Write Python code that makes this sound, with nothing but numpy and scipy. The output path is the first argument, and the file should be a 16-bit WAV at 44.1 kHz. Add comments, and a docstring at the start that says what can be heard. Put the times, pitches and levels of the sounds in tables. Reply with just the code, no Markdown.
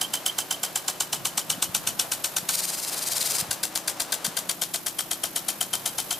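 """Wet garden. An impact sprinkler on a post steps round at 8 Hz, chatters back at 21 Hz, steps on.
Each step: the sprung arm cuts into the jet, strikes the frame and leaves the jet.
The frame rings differently as the head turns. Throughout, drops patter on leaves and soil,
an insect buzzes thinly and a far engine drones. Air puffs and soft bumps reach the microphone."""
import sys
import numpy as np
from scipy import signal
from scipy.fft import rfft, irfft
from scipy.io import wavfile

SR = 44100
rng = np.random.default_rng(int(sys.argv[2]) if len(sys.argv) > 2 else 0)


def bounce(signal):
    """Save signal as a 16-bit WAV file at the path given by the first command-line argument."""
    frames = np.transpose(np.atleast_2d(signal))
    limited = np.clip(frames, -1, 1)
    pcm = np.round(limited * 32767).astype(np.int16)
    wavfile.write(sys.argv[1], SR, pcm)


N = 272979
TIME_S = np.arange(N) / SR

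# drops on soil or leaves (time [s], level [dB])
PATTER_LEVELS = [(0, -42), (2.4, -42.5), (3.35, -38), (3.65, -42), (4.15, -39), (4.75, -47.5),
                 (5.35, -44.5), (6.19, -43.5)]
# insect swell and fade (time [s], level [dB])
INSECT_LEVELS = [(0, -45.5), (1.4, -46), (2, -42.5), (2.9, -41), (4.1, -50), (4.7, -43), (5.7, -42),
                 (6.19, -39)]
# engine harmonics (order [x turning rate], level [dB])
ENGINE_ORDERS = [(3, -74), (4, -62.5), (5, -60.5), (6, -56), (7, -60), (8, -64), (9, -63.5), (10, -59.5),
                 (11, -58), (12, -59.5), (13, -60.5), (16, -64), (19, -62)]
# forward sweeps (first strike [s], strikes [count], period [s], period change [s/swing])
FORWARD_SWEEPS = [(.01446, 21, .124017, -.0000204), (3.51238, 22, .122351, .0001295)]
# forward step levels (time [s], strike [dB], splash [dB], knock [dB])
STEP_LEVELS = [(0, -19, -26.5, -30.5), (.9, -19, -26.5, -26.5), (1.4, -18.5, -25, -25.5),
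               (2.15, -19.5, -25, -31), (2.49, -17.5, -24, -25), (3.5, -18, -26.5, -32),
               (4.2, -21.5, -25.5, -32.5), (4.8, -23.5, -27, -29.5), (5.4, -22, -27, -30),
               (6.19, -24, -25.5, -30)]
# nozzle direction (time [s], heading [deg right of ahead])
NOZZLE_HEADING = [(0, -8), (2.49, 62), (3.42, -87), (6.19, -12)]
# sprinkler position (time [s], left minus right [dB])
SPRINKLER_PAN = [(0, -1), (1.75, 1.6), (4.2, 4.5), (6.19, 4)]
# frame modes (frequency [Hz], level [dB], t60 [s], loudest heading [deg], lobe width [deg])
FRAME_MODES = [(1538, -8, 0.038, 58, 17), (1565, 0, 0.033, -69.5, 11.5), (2680, -1, 0.021, 45, 15),
               (2980, 5, 0.018, 41, 16), (3027, 2.5, 0.028, 27, 13), (3103, 5, 0.038, -12, 23),
               (3166, 6, 0.028, -35, 23.7), (3535, 1, 0.023, 40, 27), (3587, 2, 0.04, -63.5, 11),
               (4095, -5, 0.045, 41, 19), (4140, -4, 0.032, -69, 16), (4670, 3, 0.03, -66, 15),
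               (5440, -6, 0.043, 30, 32), (6100, 4, 0.034, 44, 14), (6540, 7, .015, 61, 6),
               (7240, 8.5, 0.02, 10.5, 10.5), (7530, 3, 0.018, 14, 54), (8140, 6, 0.031, 38, 12),
               (9400, 20.5, 0.0036, -55, 14), (9900, 1, 0.03, 44, 16), (9820, 7.5, 0.027, -39, 19),
               (10500, 6, 0.018, -86, 11), (10700, 16, 0.0077, -29, 24), (11400, 5, 0.025, -33, 7.8),
               (12700, -5, .035, 32, 15)]
# riser and post modes (frequency [Hz], level [dB], t60 [s], loudest heading [deg], lobe width [deg])
POST_MODES = [(533, -9, 0.031, -9, 79), (612, -2, 0.032, -52, 20), (681, 4.5, 0.034, -46, 31),
              (761, 3, 0.045, -5, 28), (880, 3, 0.033, 17, 28), (1085, 1.5, 0.035, 27, 62),
              (1290, -11, 0.015, 0, 57), (1302, 0.5, 0.028, -3, 64), (1440, -0.5, 0.03, 4, 92),
              (1544, 2, 0.031, -40, 140), (1740, 1, 0.026, -43, 17), (2032, 4.5, 0.024, -52, 50),
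              (2310, 0, 0.032, 2, 190)]
# returns along the pipe (delay [s], level [dB])
PIPE_RETURNS = [(0.021, 1), (.03, -1), (.06, -16)]
# air puffs on the microphone (centre [s], half length [s], level [dB])
AIR_PUFFS = [(1.223, 0.11, -50), (1.5, 0.11, -50), (1.84, .2, -46.5), (3.473, .1, -52)]
# bumps on the microphone (time [s], level [dB], frequency [Hz])
MIC_BUMPS = [(1.582, -29.5, 210), (1.698, -31, 158), (2.432, -33, 179), (3.429, -29, 158),
             (3.495, -31.5, 126), (4.283, -27.5, 194)]
# fast swing back (first stop [s], stops [count], period [s], period change [s/swing])
RETURN_SWEEP = (2.5579, 19, .049476, -.000205)
# spray fan, quietest pointing straight away (time [s], level [dB])
FAN_LEVELS = [(2.55, -23.5), (2.8, -29), (3.03, -28), (3.18, -24), (3.42, -24)]
# spray deflector resonances (frequency [Hz], width [Hz], gain [dB])
DEFLECTOR_PEAKS = [(3170, 120, 5), (3680, 150, 7.5), (4100, 130, 11), (4740, 140, 8), (5130, 150, 2.5),
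                   (8700, 180, 2), (9400, 200, 1)]
# trip lever clicks (time [s], level [dB])
LEVER_CLICKS = [(3.3690, -27), (3.3848, -23)]

# spectra (frequency [Hz], relative density [dB])
PATTER_SPECTRUM = [(150, -28), (420, -5), (650, 1.5), (1000, -2.5), (1500, -5), (2100, -9.5), (3100, -9),
                   (5000, -11.5), (9000, -14), (15000, -24)]  # landing drops
INSECT_SPECTRUM = [(3000, -11.5), (9000, -12), (10800, -4), (12100, -2), (13800, -6), (15500, -15)]  # wing hiss
AIR_SPECTRUM = [(20, -8), (48, -28), (75, -18), (115, -0.5), (200, 4.5), (330, 5), (450, -8), (900, -14),
                (3000, -42)]  # outdoor rumble
SPLASH_SPECTRUM = [(300, -12.5), (800, -3), (2000, -8.5), (3500, -2), (5500, -0.5), (8000, 0.5),
                   (10500, -1), (13000, -4), (15500, -9)]  # jet on the arm
CRACK_SPECTRUM = [(300, -16.5), (1200, -11.5), (2200, -11), (3200, -1), (7000, 4), (11000, -1), (13000, -6),
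                  (15500, -4)]  # hard contact
PIPE_SPECTRUM = [(1500, -61), (2800, -21), (3010, 6), (3100, -8.5), (3190, 3.5), (3420, -30), (6000, -74)]  # ping in the pipe
FAN_SPECTRUM = [(400, -18), (1200, -12.5), (2700, -7), (3600, -8.5), (5000, -1.5), (8500, 0), (11000, -1.5),
                (13500, -6), (15500, -9)]  # fanned jet
PORT_SPECTRUM = [(400, -27), (1300, 10), (3000, -3.5), (9000, .5), (13000, 6.5), (16000, -1)]
RUFFLE_SPECTRUM = [(50, -18), (100, -5), (160, 1.5), (230, -4.5), (400, -17), (1500, -49)]


def amp(db):
    """dB to gain."""
    return 10 ** (np.asarray(db) / 20)


def unit(x):
    """Scale to rms 1."""
    return x / np.sqrt(np.mean(x ** 2) + 1e-20)


def curve(rows, at, column=1):
    """Interpolate a table column along the first."""
    rows = np.array(rows)
    return np.interp(at, rows[:, 0], rows[:, column])


def add(mix, at_s, sound):
    """Mix in place."""
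    start = round(at_s * SR)
    sound = sound[max(-start, 0):]
    part = mix[max(start, 0):][:len(sound)]
    part += sound[:len(part)]


def colour(x, spectrum, peaks=(), size=4096):
    """Minimum-phase filter, unit power gain."""
    hz = abs(np.fft.fftfreq(size, 1 / SR))
    points_hz, points_db = np.transpose(spectrum)
    db = np.interp(np.log(hz + 1), np.log(points_hz), points_db)
    db += sum(peak_db / (1 + (2 * (hz - peak_hz) / width_hz) ** 2) for peak_hz, width_hz, peak_db in peaks)
    response = np.exp(np.conj(signal.hilbert(np.log(amp(db)))))
    taps = np.fft.ifft(response).real[:size // 2]
    return signal.oaconvolve(x, taps / np.linalg.norm(taps))[:N]


def drift(band_hz):
    """Low-passed noise, rms 1."""
    hz = np.fft.rfftfreq(N, 1 / SR)
    return unit(irfft(rfft(rng.standard_normal(N)) * np.exp(-(hz / band_hz) ** 2), N))


def drops(per_s, spread_db):
    """Random droplet impacts, a few much larger; rms 1."""
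    sizes = amp(spread_db * np.minimum(rng.exponential(1, N), 5)) * rng.choice([-1, 1], N)
    return unit(sizes * (rng.random(N) < per_s / SR))


def stereo(make, shared):
    """Two random channels with a shared power fraction."""
    return np.sqrt(shared) * make() + np.sqrt(1 - shared) * np.array([make(), make()])


def burst(t, t60_s):
    """Decaying noise; energy of 3 ms at rms 1."""
    noise = (rng.random(len(t)) - .5) * amp(-60 * t / t60_s)
    return noise / np.linalg.norm(noise) * np.sqrt(.003 * SR)


def aimed(heading_deg, facing_deg, lobe_deg):
    """Gaussian directivity gain."""
    return np.exp(-.5 * ((heading_deg - facing_deg) / lobe_deg) ** 2)


def modes(t, table, heading_deg):
    """Decaying sines weighted by heading, varied per blow."""
    hz, db, t60_s, facing_deg, lobe_deg = np.transpose(table)[:, :, None]
    detune, phase, vary_db = rng.standard_normal((3, len(hz), 1))
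    envelopes = aimed(heading_deg, facing_deg, lobe_deg) * amp(db + vary_db - 60 * t / t60_s)
    sines = np.sin(2 * np.pi * (hz * (1 + .0026 * detune) * t + phase))
    return (envelopes * sines).sum(0)


def scatter(x, t60_s, delay_s, patterns=4):
    """Dense decaying reflections; patterns crossfade with heading."""
    t = np.arange(SR // 5) / SR
    heading_rad = np.radians(curve(NOZZLE_HEADING, TIME_S))
    out = np.zeros(N)
    for k in range(patterns):
        taps = rng.standard_normal(len(t)) * amp(-60 * t / t60_s) * (t > delay_s)
        share = np.cos(4 * heading_rad + np.pi * k / patterns) * np.sqrt(2 / patterns)
        out += signal.oaconvolve(x * share, taps / np.linalg.norm(taps))[:N]
    return out


def patter(flicker_db=1.06, pan_db=1.8):
    """Drops land on leaves and soil."""
    impacts = stereo(lambda: colour(drops(per_s=5000, spread_db=2), PATTER_SPECTRUM), shared=.71)
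    level_db = curve(PATTER_LEVELS, TIME_S) + flicker_db * drift(band_hz=19)
    return impacts * amp(level_db + np.outer([.5, -.5], pan_db))


def insect(stroke_hz=43, depth=.32, pan_db=-1):
    """Wing strokes chop a thin, high hiss."""
    cycles = np.cumsum(stroke_hz * (1 + .05 * drift(band_hz=6))) / SR
    strokes = unit(1 + depth * np.cos(2 * np.pi * cycles))
    hiss = stereo(lambda: colour(rng.standard_normal(N), INSECT_SPECTRUM), shared=.21)
    return hiss * strokes * amp(curve(INSECT_LEVELS, TIME_S) + np.outer([.5, -.5], pan_db))


def far_engine(turn_hz=29.07, gain_db=-1.5, waver_db=2.66, waver_rad=.5):
    """Harmonics of the turning rate; each wavers on its own path."""
    turns = np.cumsum(turn_hz * (1 + .00197 * drift(band_hz=1.5))) / SR
    drone = np.zeros(N)
    for order, db in ENGINE_ORDERS:
        gain = amp(db + waver_db * drift(band_hz=2))
        phase_rad = 2 * np.pi * (order * turns + rng.random()) + waver_rad * drift(band_hz=5.2)
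        drone += gain * np.sin(phase_rad)
    return amp(gain_db) * np.sqrt(2) * drone


def outdoor_rumble(level_db=-54):
    """Steady low noise."""
    return amp(level_db) * stereo(lambda: colour(rng.standard_normal(N), AIR_SPECTRUM), shared=.4)


def swings(start_s, count, period_s, change_s):
    """Beat times [s] of the sprung arm; period changes linearly."""
    k = np.arange(count)
    return start_s + period_s * k + change_s * k ** 2 / 2


def forward_steps(vary_db=(.87, .3, .5)):
    """Slightly uneven steps (time [s], strike [dB], splash [dB], knock [dB])."""
    times_s = np.concatenate([swings(*sweep) for sweep in FORWARD_SWEEPS])
    levels_db = np.transpose([curve(STEP_LEVELS, times_s, column) for column in (1, 2, 3)])
    return np.column_stack([times_s, levels_db + rng.standard_normal(levels_db.shape) * vary_db])


def jet_slaps(steps, enter_s=-.0036, enter_db=-1, leave_s=.0185, leave_db=-2, vary_db=2):
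    """Arm slaps the jet on entry and exit; loudest with the nozzle pointing left."""
    t = np.arange(SR // 50) / SR
    snaps = np.zeros(N)
    for at_s, _, splash_db, _ in steps:
        directivity = aimed(curve(NOZZLE_HEADING, at_s), facing_deg=-70, lobe_deg=35)
        for delay_s, slap_db in ((enter_s, enter_db), (leave_s, leave_db)):
            gain = directivity * amp(splash_db + slap_db + vary_db * rng.standard_normal())
            add(snaps, at_s + delay_s, gain * burst(t, t60_s=.005))
    return colour(snaps, SPLASH_SPECTRUM)


def spray_envelope(beats, gain_db, enter_s, leave_s, rise_db_per_s, sag_db, drop_db, fade_db_per_s):
    """Per jet crossing: spray builds, sags as the arm reverses, drops on exit; mist fades."""
    t = np.arange(-SR // 16, SR // 8) / SR
    crossed = np.clip((t - enter_s) / (leave_s - enter_s), 0, 1)
    before_s, after_s = np.maximum(enter_s - t, 0), np.maximum(t - leave_s, 0)
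    swell_db = gain_db - rise_db_per_s * before_s - sag_db * np.sin(np.pi * crossed)
    swell_db -= drop_db * np.minimum(after_s / .0019, 1) + fade_db_per_s * after_s
    power = np.zeros(N)
    for at_s, db in beats:
        add(power, at_s + t[0], amp(db + swell_db) ** 2)
    return np.sqrt(power)


def step_spray(steps, flicker_db=1.5):
    """Jet shatters into droplets on the arm."""
    beats = steps[:, ::2]  # (time [s], splash [dB])
    flow = spray_envelope(beats, gain_db=.1, enter_s=-.0023, leave_s=.019,
                          rise_db_per_s=4500, sag_db=3, drop_db=4.5, fade_db_per_s=430)
    spray = drops(per_s=16000, spread_db=2.5) * flow * amp(flicker_db * drift(band_hz=660))
    return colour(spray, SPLASH_SPECTRUM)


def strikes(steps, crack_db=-3, ring_db=-3, bounce_s=.0025, bounce_db=-6, post_db=-4, post_s=.002243):
    """Arm hits the frame and bounces once; the light frame rings at once, the heavy post lags."""
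    t = np.arange(SR // 12) / SR
    frame_attack = 1 - np.exp(-t / .00059)
    post_attack = 1 - np.exp(-t / .00082)
    crack, ring = np.zeros((2, N))
    for at_s, strike_db, _, knock_db in steps:
        heading_deg = curve(NOZZLE_HEADING, at_s)
        add(crack, at_s - .0003, amp(strike_db + crack_db) * burst(t, t60_s=.0055))
        rebound_s = at_s + bounce_s * rng.uniform(.8, 1.1)
        add(crack, rebound_s, amp(strike_db + bounce_db) * burst(t, t60_s=.016))
        add(ring, at_s, amp(strike_db + ring_db) * frame_attack * modes(t, FRAME_MODES, heading_deg))
        knock = post_attack * modes(t, POST_MODES, heading_deg)
        add(ring, at_s + post_s, amp(knock_db + post_db) * knock)
    return colour(crack, CRACK_SPECTRUM) + ring


def pipe_echo(blows, gain_db=-24):
    """Each strike's ping runs along the pipe and returns faint and smeared."""
    directivity = aimed(curve(NOZZLE_HEADING, TIME_S), facing_deg=5.7, lobe_deg=27)
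    ping = colour(blows, PIPE_SPECTRUM) * directivity * amp(gain_db)
    echoes = np.zeros(N)
    for delay_s, db in PIPE_RETURNS:
        add(echoes, delay_s, amp(db) * scatter(ping, t60_s=.026, delay_s=0))
    return echoes


def mic_ports(x, side_db=-12):
    """Direct sound plus device-body reflections, opposite in sign at the two ports."""
    side = colour(scatter(x, t60_s=.0092, delay_s=.0002), PORT_SPECTRUM)
    return x + amp(side_db) * np.array([side, -side])


def garden_reflections(x, near_db=-14, far_db=-23):
    """Ground and near leaves scatter; trees add a faint tail."""
    out = np.zeros((2, N))
    for channel in out:
        channel += amp(near_db) * scatter(x, t60_s=.027, delay_s=.00054)
        channel += amp(far_db) * scatter(x, t60_s=.36, delay_s=.017)
    return out


def air_ruffle(flicker_db=2.1):
    """Low flutter on the microphone, one swell per air puff."""
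    flutter = stereo(lambda: colour(rng.standard_normal(N), RUFFLE_SPECTRUM), shared=.39)
    swell = sum(amp(db) * np.exp(-((TIME_S - at_s) / half_s) ** 2) for at_s, half_s, db in AIR_PUFFS)
    return flutter * swell * amp(flicker_db * drift(band_hz=17))


def mic_bumps(gain_db=-2, half_s=.0046):
    """Soft low thumps, a cycle or two each."""
    t = np.arange(-SR // 30, SR // 30) / SR
    window = np.exp(-(t / half_s) ** 2)
    thumps = np.zeros(N)
    for at_s, db, hz in MIC_BUMPS:
        add(thumps, at_s + t[0], amp(db + gain_db) * window * np.cos(2 * np.pi * (hz * t + rng.random())))
    return thumps


def return_chatter(clack_db=-7, vary_db=1.5, flicker_db=.74):
    """Arm stays near the jet, fans it out and clacks at each stop."""
    t = np.arange(SR // 40) / SR
    stops_s = swings(*RETURN_SWEEP)
    beats = np.column_stack([stops_s, curve(FAN_LEVELS, stops_s)])
    flow = spray_envelope(beats, gain_db=1, enter_s=-.015, leave_s=-.0015,
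                          rise_db_per_s=518, sag_db=3.5, drop_db=11, fade_db_per_s=350)
    fan = drops(per_s=18000, spread_db=1.5) * flow * amp(flicker_db * drift(band_hz=480))
    clacks = np.zeros(N)
    for at_s, db in beats:
        gain = amp(db + clack_db + vary_db * rng.standard_normal())
        add(clacks, at_s - .0015, gain * burst(t, t60_s=.0068))
    return colour(fan, FAN_SPECTRUM, DEFLECTOR_PEAKS) + colour(clacks, CRACK_SPECTRUM)


def trip_lever():
    """Lever flips near the end of the return: two clicks."""
    t = np.arange(SR // 40) / SR
    clicks = np.zeros(N)
    for at_s, db in LEVER_CLICKS:
        add(clicks, at_s, amp(db) * burst(t, t60_s=.0047))
    return colour(clicks, CRACK_SPECTRUM)


def scene():
    """Sprinkler drifts left in front of the wet garden."""
    steps = forward_steps()
    blows = strikes(steps)
    head = blows + pipe_echo(blows) + jet_slaps(steps) + step_spray(steps)
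    head += return_chatter() + trip_lever()
    pan = amp(np.outer([.5, -.5], curve(SPRINKLER_PAN, TIME_S)))
    sprinkler = pan * (mic_ports(head) + garden_reflections(head))
    background = patter() + insect() + far_engine() + outdoor_rumble()
    return sprinkler + background + mic_bumps() + air_ruffle()


def record(dry, cutoff_hz=15450):
    """Linear-phase low-pass."""
    taps = signal.firwin(255, cutoff_hz, window=("kaiser", 8), fs=SR)
    return signal.oaconvolve(dry, taps[None], "same")


dry = scene()
out = record(dry)
bounce(out)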